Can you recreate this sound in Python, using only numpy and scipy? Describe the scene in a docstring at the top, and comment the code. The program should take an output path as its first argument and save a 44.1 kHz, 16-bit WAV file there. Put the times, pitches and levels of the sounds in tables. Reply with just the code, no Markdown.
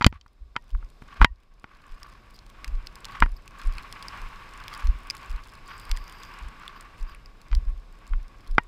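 """Carrying a camera pole through drizzle

A camera on a hollow pole is carried over wet rock. Each footfall comes up the pole as a deep thud,
the loose housing knocks on its mount and the hand scuffs along the grip. Drizzle ticks on the shell;
air rushes past with the carrier's pace and surges on each stride, over a low rumble.
The hardest knocks duck the camera's gain, and the background creeps back within a second."""
import sys
import numpy as np
from scipy import signal
from scipy.fft import rfft, irfft
from scipy.io import wavfile

SR = 44100
rng = np.random.default_rng(int(sys.argv[2]) if len(sys.argv) > 2 else 0)


def inscribe(sig):
    """Save sig as 16-bit PCM at rate SR to the path in sys.argv[1].

    A 1-D sig is mono; a 2-D sig holds one channel per row.
    Samples are clipped to [-1, 1] before scaling.
    """
    pcm = np.round(np.clip(np.atleast_2d(sig).T, -1, 1) * 32767)
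    wavfile.write(sys.argv[1], SR, pcm.astype(np.int16))


N = 382347
CUTOFF_HZ = 16700

# footfalls and jerks of the arm felt through the pole (the first row is the pole being swung round): heel_s,
# heel_db, swing_hz, sole_db (relative to the heel)
STEPS = [(0.069, -8.5, 61, -14), (0.424, -26, 44, -7), (0.749, -12.5, 33.6, -15), (1.225, -1.5, 38.64, -32),
         (1.93, -29, 22.22, -24), (2.688, -25.5, 40.5, -5), (2.746, -19.5, 27.7, -6),
         (3.234, -9.5, 32.3, -12), (3.678, -14, 28.9, -13.5), (4.227, -32.5, 25.1, 0),
         (4.858, -14.5, 37.7, 4.5), (5.314, -24, 34, 1.5), (5.924, -16, 31.1, -12), (6.431, -31, 42, 2.5),
         (7.03, -21, 29, -16), (7.536, -12, 37.8, 1), (7.687, -16, 33.8, -9), (8.128, -16, 30.9, -2),
         (8.518, -20, 26.7, -1)]


def jolts(sole_lag_s=0.036, bounce_lag_s=0.093, bounce_db=-16):
    """The heel lands, the sole follows, the arm bounces once: yields time_s, level_db, swing_hz."""
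    for heel_s, heel_db, swing_hz, sole_db in STEPS:
        yield heel_s, heel_db, swing_hz
        yield heel_s + sole_lag_s, heel_db + sole_db, swing_hz
        yield heel_s + bounce_lag_s, heel_db + bounce_db, swing_hz


def footfalls(width_cycles=0.38, sway_db=-20, sway_t60=0.54, shudder_db=-27, shudder_t60=0.22):
    """The arm softens each landing to a swing or two; the pole sways and shudders on briefly."""
    # spectrum of the pole's shudder: freq_hz, level_db
    shudder_colour = [(40, -9.5), (65, 6.5), (100, -8.5), (150, -18.5), (250, -29.5)]
    thuds, shudder = np.zeros(N), np.zeros(N)
    t = np.arange(N) / SR
    for jolt_s, level_db, swing_hz in jolts():
        near = slice(*np.searchsorted(t, [jolt_s - 0.5, jolt_s + 0.5]))
        cycles = (t[near] - jolt_s) * swing_hz
        after_s = np.maximum(t[near] - jolt_s, 0)
        landed = (1 + np.tanh(2 * cycles + 1)) / 2
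        swing = np.exp(-0.5 * (cycles / width_cycles) ** 2)
        sway = landed * from_db(sway_db - 60 * after_s / sway_t60)
        thuds[near] -= from_db(level_db) * (swing + sway) * np.cos(2 * np.pi * cycles)
        shudder[near] += landed * from_db(level_db + shudder_db - 60 * after_s / shudder_t60)
    return thuds + shudder * noise(shudder_colour)


def knocks(treble_hz=2400, contact_hz=7000, rebound_s=0.0023, rebound_db=-11,
           rattle_db=-33, rattle_t60=0.031, scatter_db=1.2):
    """Struck plastic rebounds, rattles and leaves the pole ringing; hard hits reach the high modes."""
    # knocks of the housing on its mount, and one sharp drop tick on the shell (at 0.2119 s):
    # start_s, level_db, hardness_db, thump_db, pole_db
    hits = [(0.0108, -13, -11, 9.5, -15), (.019, -11.5, -20, -6, 13.5), (0.0244, -20.5, 23, -5, 13),
            (0.0444, -0.5, 12, 1.5, -25), (0.065, 4, 15.5, 18, -3), (0.126, -20.5, -5, 15.5, -5),
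            (0.2119, -29.5, 34, -10, -16), (0.2615, -31, -30, 4, 5.5), (0.5563, -24, -37, -3, -11),
            (.5638, -7, -3.5, -1.5, 7), (0.749, -29, -22.5, -1.5, 3), (0.827, -38, -29, 7.5, -3.5),
            (1.021, -37.5, -13, 20, 10), (1.2147, -1, -17, 3, 8), (1.2237, -10, -7, 3.5, -4),
            (1.2456, 10, 2, 6, 6), (1.642, -21.5, -7.5, 8.5, -2), (3.2229, 0, -19.5, 2, 8.5),
            (3.234, -17.5, -7.5, 11, -9), (3.2605, -25, -14.5, 11, 6), (7.515, -35.5, 7, -2, -8),
            (7.529, -26.5, 0, 6.5, 13), (8.1344, -27.5, -14.5, -7, 5), (8.582, -0.5, -12, 2.5, 2.5)]
    # modes of the plastic housing: pitch_hz, level_db, t60_s
    housing_modes = [(888, -8, 0.016), (1068, -0.5, 0.0064), (1406, 1, 0.0075), (1750, -7.5, 0.01),
                     (2034, -7.5, 0.015), (2454, -7.5, 0.011), (3120, -10, 0.011), (3850, -15, 0.0062),
                     (4580, -15.5, 0.0097), (5700, -18.5, 0.0044), (7120, -26.5, 0.0097),
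                     (10500, -33, 0.0019)]
    # the mount flexing under a hit: pitch_hz, level_db, t60_s
    mount_modes = [(120, -19, 0.029), (216, -18, 0.022)]
    # air column in the pole: pitch_hz, level_db, t60_s
    pole_modes = [(970, -30, 0.071), (1870, -34, 0.085), (2810, -35, 0.047)]
    out = np.zeros(N)
    t = np.arange(SR // 5) / SR
    pitch_hz = np.array(housing_modes)[:, 0]
    treble = 1 / (1 + (treble_hz / pitch_hz) ** 4)
    for start_s, level_db, hardness_db, thump_db, pole_db in hits:
        colour_db = hardness_db * treble + scatter_db * rng.standard_normal(len(pitch_hz))
        # neighbouring modes move in opposite directions
        body = ring(housing_modes[::2], t, colour_db[::2]) - ring(housing_modes[1::2], t, colour_db[1::2])
        force = from_db(rattle_db - 60 * t / rattle_t60) * rng.standard_normal(len(t))
        force[0] = 1
        force[round(SR * rebound_s * rng.uniform(0.7, 1.3))] += from_db(rebound_db)
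        softening = signal.butter(2, min(contact_hz * from_db(hardness_db / 4), CUTOFF_HZ), fs=SR)
        clack = signal.fftconvolve(body, signal.lfilter(*softening, force))[:len(t)]
        thump = ring(mount_modes, t, thump_db)
        # only strong hits wake the pole's overtones
        overtones_db = 0.46 * min(level_db, 0) * np.arange(len(pole_modes))
        pipe = ring(pole_modes, t, pole_db + overtones_db)
        add(out, start_s, from_db(level_db) * (clack / abs(clack).max() - pipe - thump))
    return out


def grip(roughness_db=4.0):
    """The hand slides along the pole in small uneven slips."""
    # slides of the hand: middle_s, length_s, level_db
    scuffs = [(.155, 0.033, -37), (1.17, 0.16, -48.5), (1.229, 0.022, -26.5), (1.72, 0.075, -53.5),
              (1.98, 0.42, -55.5), (2.61, 0.085, -63), (3.156, 0.078, -44), (3.62, 0.14, -50.5),
              (4.77, 0.14, -44.5), (5.72, 0.069, -43), (6.72, 0.27, -49), (7.1, 0.13, -53.5)]
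    # spectrum of the rubbing: freq_hz, level_db
    scuff_colour = [(500, -22.5), (980, -8), (1130, 10), (1260, -4), (1550, -1.5), (1900, -7.5), (2500, -9),
                    (3500, -16.5), (5000, -22.5), (8000, -37.5), (15000, -44)]
    return swells(scuffs, order=4) * from_db(roughness_db * flutter(170)) * noise(scuff_colour)


def drop(peak_db, dull_above_db=-33, scatter_db=10.0, splash_db=-8, splash_t60=0.01, low_cut_hz=2300):
    """A drop taps the stiff shell and bursts in a tiny splash; big drops sound lower."""
    # modes of the thin shell: pitch_hz, level_db, t60_s
    shell_modes = [(2032, -9.5, 0.004), (2630, -3, 0.0046), (3400, -2, 0.005), (4280, 2, 0.0035),
                   (4930, -3, 0.0072), (5440, 0.5, 0.0013), (7400, -0.5, 0.0014), (9300, -11, 0.0018),
                   (12500, -22.5, 0.0016)]
    t = np.arange(SR // 50) / SR
    pitch_hz = np.array(shell_modes)[:, 0]
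    tilt_db = -0.68 * max(peak_db - dull_above_db, 0) * np.log2(pitch_hz / pitch_hz[0])
    colour_db = tilt_db + scatter_db * rng.standard_normal(len(pitch_hz))
    force = from_db(splash_db - 60 * t / splash_t60) * rng.standard_normal(len(t)) / 2
    force[0] = 1
    force = signal.lfilter(*signal.butter(2, low_cut_hz, "high", fs=SR), force)
    tick = signal.fftconvolve(ring(shell_modes, t, colour_db), force)[:len(t)]
    return from_db(peak_db) * tick / abs(tick).max()


def drizzle(hiss_db, big_trim_db=-1, fine_per_s=52, fine_db=21, spread_db=5.0, low_cut_hz=4500):
    """A few big drops, and flurries of fine, bright ones that hit harder and more often in faster air."""
    # the biggest drops on the shell: start_s, level_db
    big_drops = [(2.0312, -28), (2.39, -33.5), (2.6448, -21), (2.6786, -29), (2.8707, -23.5),
                 (2.9559, -30.5), (3.046, -24.5), (3.0535, -23), (3.2034, -20.5), (3.4784, -31),
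                 (3.7828, -25), (3.926, -23), (4.026, -26.5), (4.0833, -24), (4.6812, -21), (4.7386, -26),
                 (4.8717, -27), (5.1006, -13), (5.107, -18), (5.9146, -14.5), (5.9723, -26), (6.2342, -28),
                 (6.3884, -34.5), (6.679, -24), (6.8092, -28.5), (7.1482, -34.5), (7.2593, -35.5),
                 (7.5503, -23.5)]
    big, fine = np.zeros(N), np.zeros(N)
    for start_s, level_db in big_drops:
        add(big, start_s, drop(level_db + big_trim_db))
    flurry = from_db((hiss_db - hiss_db.max()) / 2 + 5.5 * flutter(11))  # scales the rate of fine drops
    for at in np.flatnonzero(rng.random(N) < fine_per_s * flurry / SR):
        size_db = spread_db * min(rng.standard_normal(), 2)
        add(fine, at / SR, drop(hiss_db[at] + fine_db + size_db))
    return big + signal.lfilter(*signal.butter(1, low_cut_hz, "high", fs=SR), fine)


def airflow(set_off_db=-6, set_off_s=1.6, surge_db=3, lead_s=0.075, surge_s=0.17):
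    """Airflow in dB: the carrier sets off slowly, and the arm swings forward just before each step."""
    # the carrier's pace, heard as rushing air: time_s, level_db
    pace = [(2.42, -60), (2.96, -53.5), (3.1, -50), (3.27, -57.5), (3.5, -57.5), (3.76, -47), (4.16, -45),
            (5.05, -48.5), (5.29, -49), (5.5, -52.5), (6.21, -48), (6.56, -50.5), (7.34, -61.5),
            (8.02, -60.5), (8.3, -59.5), (8.67, -64.5)]
    t = np.arange(N) / SR
    pace_db = np.interp(t, *np.transpose(pace))
    setting_off = np.clip(1 - (t / set_off_s) ** 2, 0, 1)
    strides = swells([(step[0] - lead_s, surge_s, 0) for step in STEPS], order=4)
    return pace_db + set_off_db * setting_off + surge_db * strides


def air_rush(rush_db, hiss_db, cavity_hz=1119, width_hz=72, cavity_db=7,
             flutter_db=2.0, rush_trim_db=-0.88, hiss_trim_db=-1.0):
    """Turbulence rushes and hisses across the housing, whose cavity adds a hollow note."""
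    # spectrum of the midrange rush: freq_hz, level_db
    rush_colour = [(400, -23.5), (700, -11.5), (900, 2.5), (1100, 5), (1300, 1), (1600, 3.5), (1850, -2.5),
                   (2100, 0), (2300, -0.5), (2550, -1), (3000, -5.5), (3700, -16.5), (5000, -23)]
    # spectrum of the fine hiss: freq_hz, level_db
    hiss_colour = [(2500, -15.5), (3600, 0.5), (4400, -3.5), (4850, -3), (5050, -1.5), (5220, 0),
                   (5500, -8), (6500, -10.5), (8000, -11.5), (9500, -16), (11000, -17.5), (13700, -17),
                   (15300, -25.5), (15900, -51.5)]
    cavity = signal.lfilter(*signal.iirpeak(cavity_hz, cavity_hz / width_hz, fs=SR), noise(rush_colour))
    rush = from_db(rush_db + rush_trim_db) * rms_one(noise(rush_colour) + from_db(cavity_db) * cavity)
    hiss = from_db(hiss_db + hiss_trim_db) * noise(hiss_colour)
    return rush * from_db(flutter_db * flutter(60)) + hiss


def seam_whistle():
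    """Air catches a seam of the housing in thin whistles that start and stop abruptly."""
    # whistles at the seam: middle_s, length_s, level_db
    whistles = [(2.35, 0.023, -59), (3.37, 0.01, -50.5), (5.98, 0.64, -61), (6.77, 0.029, -63),
                (7.1, 0.047, -63)]
    # spectrum of the whistle: freq_hz, level_db
    whistle_colour = [(4300, -6), (4720, 6), (4880, 12), (5010, 0), (5400, -4), (6200, -28), (11000, -28),
                      (12000, -6), (12800, -45), (13700, -3), (14400, -32), (15000, -14), (15500, -45)]
    return swells(whistles, order=30) * noise(whistle_colour)


def buffeting(rush_db, rumble_db=-49.5, mean_wind_db=-58, wind_follow=0.3):
    """The hand trembles, and low wind presses on the housing a little harder with the pace."""
    # spectrum of the hand's tremble: freq_hz, level_db
    rumble_colour = [(12, -10.5), (22, 0.5), (30, 0), (50, -5.5), (70, -18.5), (110, -27.5), (200, -49.5)]
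    # spectrum of the low wind: freq_hz, level_db
    wind_colour = [(50, -13.5), (90, 5), (150, 1), (300, -4), (500, -7), (750, -8.5), (1300, -30.5)]
    wind_db = mean_wind_db + wind_follow * (rush_db - rush_db.mean())
    return from_db(rumble_db) * noise(rumble_colour) + from_db(wind_db) * noise(wind_colour)


def gain_control(x, threshold_db=-10, slope=1.098, recovery_db_per_s=14, sense_s=0.004, attack_s=0.008):
    """The gain ducks quickly when the level passes a threshold and climbs back at a steady rate."""
    level_db = 10 * np.log10(smooth(x ** 2, sense_s) + 1e-12)
    wanted_cut_db = slope * np.maximum(level_db - threshold_db, 0)
    climb_db = recovery_db_per_s * np.arange(N) / SR
    cut_db = np.maximum.accumulate(wanted_cut_db + climb_db, axis=-1) - climb_db
    return x * from_db(-smooth(cut_db, attack_s))


def from_db(db):
    """Decibels to gain."""
    return 10 ** (np.asarray(db) / 20)


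def rms_one(x):
    """Scale to rms 1."""
    return x / np.sqrt(np.mean(x ** 2) + 1e-20)


def add(out, start_s, sound):
    """Mix a sound in from start_s on."""
    at = max(0, round(start_s * SR))
    out[at:at + len(sound)] += sound[:max(0, N - at)]


def noise(colour):
    """Noise of rms 1, shaped by rows of freq_hz, level_db."""
    freq_hz, level_db = np.transpose(colour)
    log_bins = np.log(np.arange(N // 2 + 1) * SR / N + 1e-3)
    gain = from_db(np.interp(log_bins, np.log(freq_hz), level_db, left=-90, right=-90))
    return rms_one(irfft(rfft(rng.standard_normal(N)) * gain, N))


def flutter(rate_hz):
    """A random wobble of rms 1 that glides to rate_hz new values a second."""
    knots = rng.standard_normal(N // 100)
    return rms_one(np.interp(np.arange(N) / SR * rate_hz, np.arange(len(knots)), knots))


def ring(modes, t, gains_db=0):
    """Struck modes: damped sines that start at t = 0."""
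    pitch_hz, level_db, t60_s = np.transpose(modes)
    t = np.maximum(t, 0)[:, None]
    return np.sum(from_db(level_db + gains_db - 60 * t / t60_s) * np.sin(2 * np.pi * pitch_hz * t), axis=1)


def swells(rows, order):
    """Gain that rises and falls once for each row; a high order gives abrupt ends."""
    t = np.arange(0, N, 20) / SR
    gain = sum(from_db(level_db) / (1 + abs(2 * (t - middle_s) / length_s) ** order)
               for middle_s, length_s, level_db in rows)
    return np.interp(np.arange(N) / SR, t, gain)


def smooth(x, lag_s):
    """One-pole lag."""
    decay = np.exp(-1 / (lag_s * SR))
    return signal.lfilter([1 - decay], [1, -decay], x)


def scene(still_hiss_db=-70, hiss_share_db=-15):
    """All is heard through the housing, with no echo; one airflow drives rush, hiss, wind and drizzle."""
    rush_db = airflow()
    hiss_db = 20 * np.log10(np.hypot(from_db(still_hiss_db), from_db(rush_db + hiss_share_db)))
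    handling = footfalls() + knocks() + grip()
    background = air_rush(rush_db, hiss_db) + seam_whistle() + buffeting(rush_db)
    return (handling + background + drizzle(hiss_db))[None]


def record(dry):
    """The hardest knocks outrun the gain control and overload; a steep filter cuts the top."""
    overloaded = np.clip(gain_control(dry), -1, 1)
    return signal.sosfilt(signal.cheby2(14, 70, CUTOFF_HZ, fs=SR, output="sos"), overloaded)


dry = scene()
out = record(dry)
inscribe(out)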